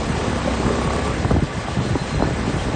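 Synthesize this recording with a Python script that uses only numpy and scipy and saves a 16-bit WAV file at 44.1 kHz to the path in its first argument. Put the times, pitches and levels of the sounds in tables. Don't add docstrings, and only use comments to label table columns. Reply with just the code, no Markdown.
import sys
import numpy as np
from scipy import signal
from scipy.fft import rfft, irfft, next_fast_len
from scipy.io import wavfile
from scipy.ndimage import uniform_filter1d, map_coordinates

SR = 44100
rng = np.random.default_rng(int(sys.argv[2]) if len(sys.argv) > 2 else 0)


def gain_from_db(level_db):
    decades = np.asarray(level_db, float) / 20
    return 10 ** decades


def wrap_up_sound(samples):
    columns = np.atleast_2d(samples).T
    tamed = np.clip(columns, -1, 1)
    steps = np.round(tamed * 32767).astype(np.int16)
    wavfile.write(sys.argv[1], SR, steps)


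N = 121275


def unit(x):
    return x / np.sqrt(np.mean(x ** 2) + 1e-20)


def along(points, hz):
    f, v = np.transpose(points)
    return np.interp(np.log(hz + 1), np.log(f + 1), v)


def curves(rows):
    s, *columns = np.transpose(rows)
    return [np.interp(np.arange(N) / SR, s, column) for column in columns]


def wobble(rate):
    return map_coordinates(rng.standard_normal(2000), [np.arange(N) * rate / SR])


def filtered(x, response):
    m = next_fast_len(N + SR // 2)
    return irfft(rfft(x, m) * response(np.fft.rfftfreq(m, 1 / SR)), m)[:N]


def resonances(table):
    def response(f):
        total = 0
        for k, (centre, width, db) in enumerate(table):
            mode = 1j * f * width / (centre * centre - f * f + 1j * f * width)
            total = total + (-1) ** k * gain_from_db(db) * mode
        return total
    return response


def smoothed(x, first, second):
    return uniform_filter1d(uniform_filter1d(x, size=first), size=second)


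def rush(spectrum, patchy_db):
    z = signal.stft(rng.standard_normal(N), nperseg=512)[2]
    field = uniform_filter1d(rng.standard_normal(z.shape), size=6, axis=0)
    field = uniform_filter1d(field, size=12, axis=1)
    x = signal.istft(z * gain_from_db(patchy_db * unit(field)), nperseg=512)[1][:N]
    return unit(filtered(x, lambda hz: gain_from_db(along(spectrum, hz))))


def superposed(seconds, wave):
    at = np.clip(np.round(seconds * SR).astype(int), 0, N)
    return np.bincount(at.ravel(), wave.ravel(), N + 1)[:N]


def chirps(s, db, start_hz, fall_s):
    end_hz = 85
    peak, tail = 2.1, 1.7
    t = np.arange(SR // 25)[None] / SR
    s, db, start_hz, fall_s = [np.asarray(v)[:, None] for v in (s, db, start_hz, fall_s)]
    turns = end_hz * t + (start_hz - end_hz) * fall_s * (1 - np.exp(-t / fall_s))
    u = t / fall_s
    rise = np.sin(.5 * np.pi * np.minimum(u / peak, 1))
    shape = np.where(u < peak, rise, np.exp(-(u - peak) / tail))
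    rough = unit(smoothed(rng.standard_normal((len(s), 2, t.size)), 90, 70))
    turns = turns + .055 * rough[:, 0]
    shape = shape * gain_from_db(1.8 * rough[:, 1]) * np.cos(.5 * np.pi * t / t.max())
    wave = gain_from_db(db) * shape * np.sin(2 * np.pi * (turns + rng.random(s.shape)))
    return superposed(s + t, wave)


def engine():
    # (time [s], firing rate [1/s], level [dB])
    throttle = [
        (0, 30.7, -31),
        (.2, 34.8, -30.5),
        (.6, 32.1, -28.5),
        (1.1, 35.3, -28),
        (1.2, 34, -41.5),
        (1.7, 27.4, -44.5),
        (2.25, 27, -44),
        (2.4, 32, -30.5),
        (2.75, 21.3, -44.5),
    ]
    rate, throttle_db = curves(throttle)
    cycle = np.cumsum(rate * (1 + .0034 * wobble(30))) / SR
    thump = exhaust_note(cycle, throttle_db)
    return gain_from_db(throttle_db) * thump + gas_noise(cycle) + clatter(cycle, throttle_db)


def exhaust_note(cycle, throttle_db):
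    # (centre [Hz], width [Hz], level [dB])
    modes = [(61, 18.5, 8.5), (158, 63, -5.5), (224.6, 20, 2), (422, 18.6, -1), (512.5, 57, -4),
             (858, 89, -7.5), (1178, 82, -5)]
    # (multiple, level over the thump [dB])
    orders = [(2, -2.5), (4, -12.5), (7, -2.5), (12, -9.5), (15, -9.5), (33, -9), (35, -15.5)]
    fire = np.diff(np.floor(cycle), prepend=0) * gain_from_db(1.9 * wobble(29))
    thump = unit(filtered(fire, resonances(modes)))
    below_full_db = throttle_db - throttle_db.max()
    for k, db in orders:
        order_db = db + 2 * wobble(5.2) + .8 * (k > 2) * below_full_db
        thump += gain_from_db(order_db) * np.sin(2 * np.pi * k * cycle + k)
    return thump


def gas_noise(cycle):
    # (centre [Hz], width [Hz], level [dB])
    upper_modes = [(1150, 20, -2.5), (1476, 38, -6.5), (1730, 47, -4.5), (2048, 53, -9.5)]
    swell = np.exp(.29 * np.cos(2 * np.pi * cycle))
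    gas = unit(filtered(rng.standard_normal(N) * swell, resonances(upper_modes)))
    return gas * gain_from_db(-39.5 + 1.6 * wobble(7))


def clatter(cycle, throttle_db):
    # (frequency [Hz], level [dB])
    spectrum = [(1500, -36.5), (2500, 4.5), (4800, -30), (6950, -5), (9000, -1.5)]
    swell = np.exp(.54 * np.cos(2 * np.pi * cycle) + .15 * np.cos(4 * np.pi * cycle))
    noise = unit(rush(spectrum, patchy_db=1.6) * swell)
    load_db = .35 * (throttle_db - throttle_db.mean())
    return gain_from_db(-40 + load_db) * noise


def wind():
    # (time [s], strength [dB])
    gusts = [(0, -18.5), (.06, -33), (.11, -15), (.24, -27), (.47, -17.5), (.6, -31.5), (.69, -14.5),
             (.8, -37), (1.14, -22.5), (1.36, -17), (1.44, -15.5), (1.48, -52), (1.74, -21.5), (1.93, -22),
             (1.99, -35), (2.2, -14.5), (2.41, -22.5), (2.54, -17.5)]
    gust_db, = curves(gusts)
    total = buffeting(gust_db) + small_eddies(gust_db) + port_flaps() + big_pops()
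    return filtered(total, lambda f: 1 / (1 + (f / 1700) ** 6))


def buffeting(gust_db):
    # (frequency [Hz], level [dB])
    spectrum = [(20, -31.5), (40, 13), (70, 5.5), (130, -5), (250, -14), (500, -27.5), (1500, -50)]
    body = filtered(rush(spectrum, patchy_db=-1.5), lambda f: 1 / (1 + (f / 500) ** 4))
    lumps_db = 1.2 * wobble(21.825) + 1.8 * wobble(70)
    return unit(body * gain_from_db(lumps_db)) * gain_from_db(gust_db - 3.5)


def small_eddies(gust_db):
    eddies_per_s = 80
    draw = rng.random((400, 4))
    s = np.cumsum(-np.log(draw[:, 0])) / eddies_per_s
    here_db = gust_db[np.clip((s * SR).astype(int), 0, N - 1)]
    size = -np.log(draw[:, 1])
    db = here_db - 2 + 2.3 * (np.minimum(size, 2.5) - 1)
    start_hz = 753 * np.exp(1.907 * (draw[:, 2] - .5))
    fall_s = .002065 * (.5 + draw[:, 3])
    return chirps(s, db, start_hz, fall_s)


def tyres():
    # (time [s], level [dB])
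    rolling = [
        (0.0, -27),
        (.55, -26.5),
        (1.12, -26),
        (1.38, -31),
        (1.6, -29.5),
        (1.91, -28.5),
        (2.3, -29),
        (2.75, -28.5),
    ]
    # (frequency [Hz], level [dB])
    road = [(18, -9.5), (30, 14.5), (80, 1), (323, -4.5), (700, -7.5), (1180, -13), (1300, -14),
            (2050, -17.5), (9300, -29), (12100, -52), (20500, -120)]
    level_db, = curves(rolling)

    def high(f):
        return (f / 3000) ** 4 / (1 + (f / 3000) ** 4)

    roll = filtered(rush(road, patchy_db=1.18), lambda f: np.sqrt(1 - high(f)))
    grit = filtered(rush(road, patchy_db=.8), lambda f: np.sqrt(high(f)))
    grit = grit * gain_from_db(.75 * (wobble(18) + wobble(35)))
    return (roll + grit) * gain_from_db(level_db + 5.5 + .2 * wobble(4.8))


def port_flaps():
    # (start [s], length [s], peak level [dB], centre [Hz])
    flaps = [(0.08, 0.0078, -23, 308), (0.197, 0.014, -24, 483), (0.474, 0.015, -15.5, 550),
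             (0.512, 0.018, -25, 297), (.598, 0.011, -20, 437), (.626, 0.013, -22, 930),
             (0.662, 0.0084, -19, 1070), (.688, 0.01, -22, 1187), (0.701, 0.023, -14.5, 415),
             (0.751, 0.0073, -33, 410), (.815, 0.017, -18.5, 413), (.85, 0.049, -19, 147.7),
             (.897, 0.015, -30, 300), (0.982, 0.015, -20, 296), (1.247, 0.0063, -13.5, 700),
             (1.25, 0.018, -11, 111), (1.307, .006, -15, 1250), (1.322, 0.0086, -25, 890),
             (1.328, 0.045, -13.5, 83.7), (1.367, .04, -12.5, 84.5), (1.424, 0.022, -12.5, 107),
             (1.361, 0.0096, -16, 603), (1.55, 0.064, -23, 88), (1.683, 0.0059, -19, 800),
             (1.767, 0.026, -16, 79), (1.801, 0.046, -16.5, 119), (1.843, 0.0237, -22.5, 247),
             (1.862, .035, -17, 106), (1.928, 0.032, -11, 76), (1.953, 0.0057, -17, 980),
             (1.955, 0.021, -12.5, 228), (2.01, 0.024, -14, 74.5), (2.106, 0.011, -27.5, 1100),
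             (2.13, 0.069, -19, 151.5), (2.197, 0.0048, -16, 840), (2.203, 0.011, -21, 800),
             (2.236, 0.0084, -20, 900), (2.256, 0.022, -16, 108), (2.44, 0.047, -20.5, 154),
             (2.485, .04, -20, 216.5), (2.56, 0.02, -15.5, 146)]
    s, length, db, hz = np.transpose(flaps)[:, :, None]
    knots = 3000
    rough = unit(smoothed(rng.standard_normal((len(s), 2, knots)), 500, 300))
    t = np.arange(SR // 12)[None] / SR
    part = np.clip(t / length, 0, 1)
    index = (part[:, None] * (knots - 1)).astype(int)
    wander, grain = np.take_along_axis(rough, index, axis=2).transpose(1, 0, 2)
    swell = np.sin(np.pi * part ** .65)
    wave = gain_from_db(db + 1.8 * grain) * swell * np.sin(2 * np.pi * (hz * t + .16 * wander))
    return superposed(s + t, wave)


def big_pops():
    # (start [s], peak level [dB], start pitch [Hz], pitch fall time [s])
    pops = [(.097, -9.5, 427, 0.0034), (0.278, -12, 890, 0.0023), (.457, -12, 884, 0.0032),
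            (0.479, -15.5, 1190, 0.0031), (0.662, -14, 695, 0.0028), (.677, -9.5, 790, 0.0024),
            (1.226, -15, 1306, 0.0026), (1.25, -15, 500, 0.0021), (1.287, -18.5, 1080, 0.0033),
            (1.309, -8, 1130, 0.0034), (1.32, -11, 1100, 0.0014), (1.349, -13, 920, 0.0027),
            (1.365, -7, 688, 0.003), (1.329, -13.5, 191, 0.0065), (0.726, -16, 230, 0.0048),
            (1.784, -11.5, 335, 0.0045), (1.904, -12.5, 257, 0.0079), (1.421, -8, 576, 0.0042),
            (1.578, -16, 414, 0.004), (1.683, -16, 895, 0.00244), (1.77, -10, 720, 0.0017),
            (1.954, -11.5, 1010, 0.0029), (2.015, -20, 320, 0.0021), (2.2, -12, 697, 0.0025),
            (2.222, -6.5, 2595, 0.0019), (2.241, -21.5, 500, 0.0026), (2.475, -14.5, 880, 0.0031),
            (2.537, -12, 500, 0.0033), (0.648, -14, 615, 0.0032)]
    s, db, start_hz, fall_s = np.transpose(pops)
    return chirps(s - .00014, db, start_hz, fall_s)


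def brake_squeal():
    # (start [s], length [s], level [dB], start pitch [Hz], glide [Hz])
    squeals = [(.26, .08, -52, 3950, 0), (1.81, .015, -41, 4250, 100), (1.832, .025, -39.5, 4130, 120),
               (1.865, .035, -40, 4170, -150), (1.915, .02, -43, 4000, 150), (1.95, .03, -41.5, 4020, 100),
               (1.99, .022, -36.5, 4030, 80), (2.008, .022, -40, 4120, 220), (2.035, .015, -44, 4050, 60),
               (2.085, .025, -40.5, 3950, 200), (2.11, .022, -39, 4040, 220), (2.133, .028, -36, 4140, -50),
               (2.18, .018, -39, 4050, 130), (2.213, .032, -37, 3950, 300), (2.25, .02, -43, 4150, 120),
               (2.586, .027, -34.5, 3080, 200), (1.825, .025, -42, 3400, 0), (1.9, .015, -42, 3780, 0)]
    t, out = np.arange(N) / SR, np.zeros(N)
    for s, length, db, hz, glide_hz in squeals:
        part = np.clip((t - s) / length, 0, 1)
        pitch = hz + glide_hz * part + 25 * wobble(150)
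        tone = np.sin(2 * np.pi * np.cumsum(pitch) / SR)
        swell = np.sqrt(np.abs(np.sin(np.pi * part)))
        out += gain_from_db(db + 1.5 * wobble(70)) * tone * swell
    return out


def thinned(x):
    # (frequency [Hz], level relative to the local mean [dB])
    thresholds = [(2200, -13), (3200, -8), (4500, -4.6), (9000, -2.4)]
    hz, t, z = signal.stft(x, SR, nperseg=2048, noverlap=1536)
    power = np.abs(z) ** 2
    near = uniform_filter1d(uniform_filter1d(power, size=3, axis=0), size=3, axis=1)
    wide = uniform_filter1d(uniform_filter1d(power, size=64, axis=0), size=12, axis=1)
    wander = np.repeat(rng.standard_normal(len(t) // 5 + 1), 5)[:len(t)]
    edge_hz = 8990 + 105 * wander
    strong = near > wide * gain_from_db(2 * along(thresholds, hz))[:, None]
    keep = strong & (hz[:, None] < edge_hz)
    return signal.istft(z * keep, SR, nperseg=2048, noverlap=1536)[1][:N]


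def scene():
    return (engine() + wind() + tyres() + brake_squeal())[None]


def roll_off(x):
    return signal.sosfilt(signal.butter(12, 9530, fs=SR, output="sos"), x)


def record(dry):
    # (centre [Hz], width [Hz], depth [dB])
    dips = [(4550, 150, -2), (5500, 90, -5), (6500, 110, -3.5), (7250, 110, -3.5), (7800, 100, -3),
            (8650, 150, -4)]

    def response(f):
        port_db = sum(db * np.exp(-.5 * ((f - hz) / width) ** 2) for hz, width, db in dips)
        bass_cut = (f / 59.4) ** 4 / (1 + (f / 59.4) ** 4)
        return gain_from_db(port_db) * bass_cut

    mix = thinned(filtered(dry[0], response))[None]
    return roll_off(mix)


dry = scene()
out = record(dry)
wrap_up_sound(out)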